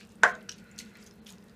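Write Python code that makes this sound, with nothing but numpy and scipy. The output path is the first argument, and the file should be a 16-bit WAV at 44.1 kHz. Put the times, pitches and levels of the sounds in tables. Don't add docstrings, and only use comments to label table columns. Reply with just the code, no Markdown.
import sys
import numpy as np
from scipy import signal
from scipy.fft import rfft, irfft, next_fast_len
from scipy.io import wavfile
from scipy.ndimage import map_coordinates

SR = 44100
rng = np.random.default_rng(int(sys.argv[2]) if len(sys.argv) > 2 else 0)


def dump(signal):
    limited = np.clip(np.atleast_2d(signal).T, -1, 1)
    pcm = np.round(limited * 32767).astype(np.int16)
    wavfile.write(sys.argv[1], SR, pcm)


def linear_from_db(decibels):
    return 10 ** (np.asarray(decibels, float) / 20)


N = 68355


def unit(x):
    return x / np.sqrt(np.mean(x ** 2) + 1e-20)


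def along(points, hz):
    f, v = np.transpose(points)
    return np.interp(np.log(hz + 1), np.log(f + 1), v)


def wobble(rate):
    knots = rng.standard_normal(int(N * rate / SR) + 4)
    return map_coordinates(knots, [np.arange(N) * rate / SR])


def filtered(x, response):
    m = next_fast_len(len(x) + SR // 2)
    return irfft(rfft(x, m) * response(np.fft.rfftfreq(m, 1 / SR)), m)[:len(x)]


def coloured_noise(count, response):
    return unit(filtered(rng.standard_normal(count), response))


def resonances(peaks):
    def response(f):
        total = 0
        for k, (hz, width, db) in enumerate(peaks):
            damping = 1j * f * width
            total = total + (-1) ** k * linear_from_db(db) * damping / (hz * hz - f * f + damping + 1e-9)
        return total
    return response


def high_pass(f, corner_hz):
    return (1j * f / corner_hz / (1 + 1j * f / corner_hz)) ** 2


def add(track, s, sound):
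    part = track[max(round(s * SR), 0):][:len(sound)]
    part += sound[:len(part)]


# frequency in Hz, 60 dB decay time in seconds.
KITCHEN = [(200, 0.69), (1400, .25), (4000, 0.16), (10000, .12)]


def kitchen(x, wet_db):
    hz, t, z = signal.stft(rng.standard_normal(SR // 2), SR, nperseg=256)
    decay = linear_from_db(-60 * t / along(KITCHEN, hz)[:, None])
    tail = signal.istft(z * decay, SR, nperseg=256)[1]
    delayed = np.pad(x, (180, 0))
    out = linear_from_db(wet_db) * signal.fftconvolve(delayed, tail / np.linalg.norm(tail))
    out[:len(x)] += x
    return out


# frequency in Hz, width in Hz, level in dB.
DRONE = [(55.6, 19, -23.5), (113, 11, -6), (117.8, 5.5, -10.5), (200.6, 35.5, 0.5), (244, 20, -6),
         (290, 30, -20), (409.2, 2.9, -1.5), (463.5, 20, -7.5)]
# frequency in Hz, level in dB.
RUMBLE = [(20, -22.5), (50, 8), (300, 0), (500, -7.5)]
# frequency in Hz, level in dB.
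AIR = [(290, -31), (500, -2), (801, -4), (1810, -8), (1970, -19), (2620, -13), (15200, -26)]


def fan():
    drone_db, air_db, motor_db, motor_hz = -53, -62, -68, 412
    modes = resonances(DRONE)
    drone = coloured_noise(N, lambda f: modes(f) / (1 + (f / 600) ** 4))
    air = coloured_noise(N, lambda f: linear_from_db(along(RUMBLE + AIR[1:], f)))
    motor = linear_from_db(motor_db) * np.sin(2 * np.pi * motor_hz * np.arange(N) / SR)
    drone = linear_from_db(drone_db + 1.1 * wobble(11.85)) * drone
    return motor + drone + linear_from_db(air_db + 0.31 * wobble(62)) * air


# start in seconds, length in seconds, level in dB, pitch in Hz.
WHISTLE = [
    (1.385, .14, -68, 1830),
    (.318, .035, -66, 6550),
    (.318, .035, -65, 3200),
    (1.1, .15, -77, 4150),
    (.64, .13, -67, 1470),
    (.62, .15, -74, 4100),
    (.63, .14, -73, 2640),
    (.9, .11, -74, 4150),
]


def whistle(width_hz=90, broken_db=4):
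    out = np.zeros(N)
    for s, length, db, hz in WHISTLE:
        u = np.linspace(0, 1, round(length * SR))
        level = linear_from_db(db + broken_db * wobble(39.5)[:len(u)])
        swell = np.abs(np.sin(np.pi * u)) ** .5
        add(out, s, level * swell * coloured_noise(len(u), resonances([(hz, width_hz, 0)])))
    return out


# time in seconds, level in dB.
SCRAPE = [(0, -71), (.06, -108), (.2, -67.5), (.4, -60), (.55, -68), (0.698, -61), (.77, -59.5),
          (0.901, -63.5), (1.001, -59.5), (1.1, -68.5), (1.2, -74), (1.36, -71.5), (1.42, -70.5),
          (1.55, -72)]
# frequency in Hz, width in Hz, level in dB.
RUBBED = [(1436, 84.7, 5), (2020, 120, -4.5), (2018, 46, -7), (2352, 72, -12.5), (2670, 63, -2)]


def scrape():
    s, db = np.transpose(SCRAPE)
    rub = rng.standard_normal(N) * linear_from_db(1.0 * wobble(71))
    modes = resonances(RUBBED + [(2010, 490, -5.5)])
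    rub = filtered(rub, lambda f: modes(f) * f ** 2 / (f ** 2 + 900 ** 2))
    pressure_db = np.interp(np.arange(N) / SR, s, db) + 0.77 * wobble(27)
    return linear_from_db(pressure_db) * unit(rub)


# start in seconds, length in seconds, level in dB, centre frequency in Hz.
SQUELCH = [(0, 0.058, -58, 3030), (0.102, 0.024, -63.5, 3550), (0.231, 0.074, -47, 3830),
           (0.275, 0.074, -55.5, 4960), (0.338, 0.0066, -53, 4020), (0.408, 0.0099, -64, 3030),
           (.49, 0.0048, -51, 2870), (.524, 0.065, -61.5, 5270), (.58, 0.019, -59.5, 5240),
           (0.779, 0.015, -49, 6060), (0.7864, 0.02, -44, 6200), (0.798, 0.04, -57.5, 4900),
           (.86, 0.082, -64, 4040), (0.952, 0.071, -63, 2360), (0.983, 0.13, -63, 5560),
           (1.061, 0.019, -57, 6540), (1.261, 0.072, -56, 3516), (1.286, 0.053, -55, 7120),
           (1.48, 0.0192, -70.5, 4480)]


def squelch(rate=3500, spread=.45, cycles=6.0, scatter_db=3, hiss=0.93, skew=0.16):
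    out, t = np.zeros(N), np.arange(256) / SR
    for s, length, db, centre_hz in SQUELCH:
        draw = rng.random((400, 3))
        u = np.arange(round(length * SR) + 256) / (length * SR)
        when = draw[:, 0] * 400 / rate
        live = when < length
        hz = centre_hz * np.exp(spread * 3.65 * (draw[live, 1:2] - .5))
        hz = np.clip(hz, 500, 15000)
        size = linear_from_db(-scatter_db * np.log(draw[live, 2:] + 1e-6))
        fade = np.exp(-3 * t * hz / cycles) * (1 - np.exp(-t * hz))
        grains = size * np.sin(2 * np.pi * hz * t) * fade
        at = (when[live, None] * SR).astype(int) + np.arange(256)
        cloud = unit(np.bincount(at.ravel(), grains.ravel(), len(u))[:len(u)])
        band = resonances([(centre_hz, 1.6 * centre_hz, 0)])
        wet = coloured_noise(len(u), lambda f: band(f) ** 2)
        swell = np.abs(np.sin(np.pi * np.clip(u, 0, 1) ** skew))
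        add(out, s, linear_from_db(db) * kitchen((cloud + hiss * wet) * swell, wet_db=1.5))
    return out


def pops(rows, cycles, narrow, tone):
    out, t = np.zeros(N), np.arange(1024) / SR
    attack = 1 - np.exp(-t / .00025)
    for s, db, hz in rows:
        cavity = resonances([(hz, hz / narrow, 0)])
        band = coloured_noise(len(t), lambda f: cavity(f) ** 2)
        decay = linear_from_db(-60 * t * hz / cycles)
        pop = (band + tone * np.sin(2 * np.pi * hz * t)) * decay * attack
        add(out, s, linear_from_db(db) * kitchen(pop / np.abs(pop).max(), wet_db=-8))
    return out


# time in seconds, peak level in dB, pitch in Hz.
TICKS = [(.0048, -40.5, 5400), (.0105, -45, 9950), (.008, -41, 1670), (.0235, -59, 2310),
         (.0316, -44, 2700), (.05, -47.5, 6840), (.073, -47, 10000), (.092, -46, 6300), (.112, -58, 5040),
         (.1205, -46.5, 7300), (.131, -55, 9050), (.1555, -45, 9180), (.5855, -45, 10200),
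         (.6425, -47, 9700), (.851, -43.5, 7500), (.971, -44.5, 10000), (1.0145, -47, 10000),
         (1.0265, -43, 5300), (1.0375, -45, 10860), (1.0427, -40.5, 10000), (1.157, -49, 12150),
         (1.2628, -46, 2840), (1.271, -39.5, 6760), (1.2778, -38, 10500), (1.2942, -39, 5610),
         (1.309, -52.5, 7200), (1.3243, -36.5, 12040), (1.383, -45, 5060), (1.484, -51, 7943),
         (1.496, -49, 3495), (.389, -54, 11870), (.4275, -46.5, 11500), (.4095, -56.5, 10950),
         (.457, -55, 12000), (.5172, -53, 13000), (.5215, -46, 11500), (.4927, -38, 10700),
         (.8595, -43.5, 5030), (1.1103, -49.5, 7500), (.896, -49, 7200), (.9395, -51.5, 10200),
         (.954, -45.5, 5500), (1.0705, -45, 13090), (1.139, -45.5, 13000), (1.2477, -47, 10960),
         (1.289, -46, 8475), (1.355, -51, 6000), (1.4255, -53, 4010), (1.4418, -45, 10900),
         (1.4965, -50.5, 6500)]


def ticks():
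    return pops(TICKS, cycles=26, narrow=1.4, tone=0.22)


# time in seconds, peak level in dB, pitch in Hz.
SMACKS = [(.352, -41, 6170), (.409, -48, 4000), (.416, -49, 3070), (.4892, -30, 1610), (.4925, -24.5, 5560),
          (.4926, -29.5, 2900), (.5168, -29.5, 5900), (.5212, -42.5, 3160), (.5852, -46, 4522),
          (.5995, -50, 7800), (.7142, -42.5, 7350), (.762, -48, 5780), (.7808, -37, 7060),
          (.788, -28.5, 4240), (.7887, -26.5, 6250), (.7912, -33.5, 8500), (.7955, -32.5, 6450),
          (.7997, -31.5, 6140), (.8, -40, 2020), (.8055, -38, 2070), (.8177, -42, 7440), (.3522, -44, 3730),
          (.9542, -38, 2013), (1.0648, -38.5, 6687), (1.0703, -45, 6300), (1.1103, -44, 5100),
          (1.2667, -37.5, 3250), (1.2669, -42, 5740), (1.3032, -44, 12800), (1.2925, -44, 5500),
          (1.2915, -43.5, 3703), (1.3037, -37.5, 6700), (1.324, -40.5, 6500), (.2885, -37.5, 6300),
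          (.2955, -38, 6470), (.4893, -41, 5870), (.4936, -26, 5620), (.4975, -33.5, 5405),
          (.523, -36, 3570), (.7815, -44, 4270), (.7905, -44, 5040), (.8085, -55, 6100), (.957, -44, 2240),
          (1.0115, -61, 2500), (1.0245, -48, 7000), (1.029, -45, 4885), (1.0745, -42.5, 6450),
          (1.279, -47.5, 2900), (1.298, -45, 3190), (1.309, -44, 884), (1.334, -45.5, 3120),
          (1.485, -51.5, 4000)]


def smacks():
    return pops(SMACKS, cycles=42, narrow=2.78, tone=1.3)


# time in seconds, peak level in dB.
KNOCK = [
    (.2343, -6),
]
# frequency in Hz, level in dB, 60 dB decay time in seconds.
PAN = [(423, -14.5, 0.25), (496.4, -13, 0.37), (636, -12.5, 0.37), (713.6, -6.5, 0.17), (862, -11, 0.088),
       (913, -7, 0.11), (1056.4, -6.5, 0.22), (1140, -7.5, 0.13), (1402, -8, 0.24), (1535, -7.5, 0.25),
       (1655, -2.5, 0.149), (1877, -8, 0.17), (2087, -11, 0.047), (3160, -17, 0.09)]
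# frequency in Hz, level in dB.
BODY = [(180, -15), (450, -3.5), (700, -3), (1100, -2.5), (1550, 1.5), (2050, -2.5), (2500, -24),
        (4000, -43.5)]
# frequency in Hz, level in dB.
CRACK = [(1500, -21), (2500, -4.5), (3150, 3.5), (4850, -7.5), (6530, -3.5), (8200, -11.5), (10000, -11.5),
         (15000, -43)]


def knock():
    out, t = np.zeros(N), np.arange(SR // 2) / SR
    lead_s, lead_db = 0.0092, -36
    blow_hz, blow_hold_s, blow_t60 = 1522.4, 0.0062, 0.016
    for s, db in KNOCK:
        snap = -linear_from_db(1.5) * np.exp(-((t - .0005) / 0.00013) ** 2)
        blow = linear_from_db(-4 - 60 * np.maximum(t - blow_hold_s, 0) / blow_t60) * np.sin(2 * np.pi * blow_hz * t)
        blow = (1 - np.exp(-t / .00025)) * blow
        crack = coloured_noise(len(t), lambda f: linear_from_db(along(CRACK, f))) * linear_from_db(-12.5 - 60 * t / 0.017)
        ring = np.zeros(len(t))
        for hz, level, t60 in PAN:
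            envelope = linear_from_db(level - 60 * t / t60 + 3.8 * wobble(74)[:len(t)])
            ring += envelope * np.sin(2 * np.pi * hz * t + rng.uniform(0, 4.4))
        ring = linear_from_db(-10.5) * (1 - np.exp(-t / 0.00082)) * ring
        body = coloured_noise(len(t), lambda f: linear_from_db(along(BODY, f)))
        body = body * linear_from_db(-12 - 60 * t / .23) * (1 - np.exp(-t / 0.0028))
        add(out, s, linear_from_db(db) * kitchen(blow + snap + crack, wet_db=-9))
        add(out, s, linear_from_db(db) * (body + ring))
        rubbed = resonances([(2100, 700, 0), (1200, 900, -3)])
        brush = coloured_noise(len(t), lambda f: rubbed(f) ** 2)
        add(out, s - lead_s, linear_from_db(db + lead_db) * brush * (t < lead_s) * (t / lead_s) ** 0.35)
    return filtered(out, lambda f: high_pass(f, 392) / np.sqrt(1 + (f / 10000) ** 6))


def scene():
    wet = squelch() + ticks() + smacks()
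    wet = filtered(wet, lambda f: high_pass(f, 1300) / (1 + 1j * f / 13000) ** 2)
    return (fan() + whistle() + scrape() + wet + knock())[None]


# centre in seconds, frequency in Hz above which sound is lost.
DROPOUTS = [
    (0.334, 4150),
    (.548, 7550),
    (.994, 8100),
    (1.209, 4625),
]


def treble_dropouts(x):
    for s, hz in DROPOUTS:
        u = np.clip((np.arange(N) / SR - s) / (2048 / SR), -.5, .5)
        dip = .93 * (1 - np.abs(np.sin(np.pi * u)))
        x = x - dip * filtered(x, lambda f: f > hz)
    return x


def low_pass(x):
    return signal.sosfilt(signal.butter(12, 16480, fs=SR, output="sos"), x)


def record(dry):
    x = filtered(dry[0], lambda f: np.where(f < 15300, 1, linear_from_db(-25)))
    x = treble_dropouts(x)
    return low_pass(x[None])


dry = scene()
out = record(dry)
dump(out)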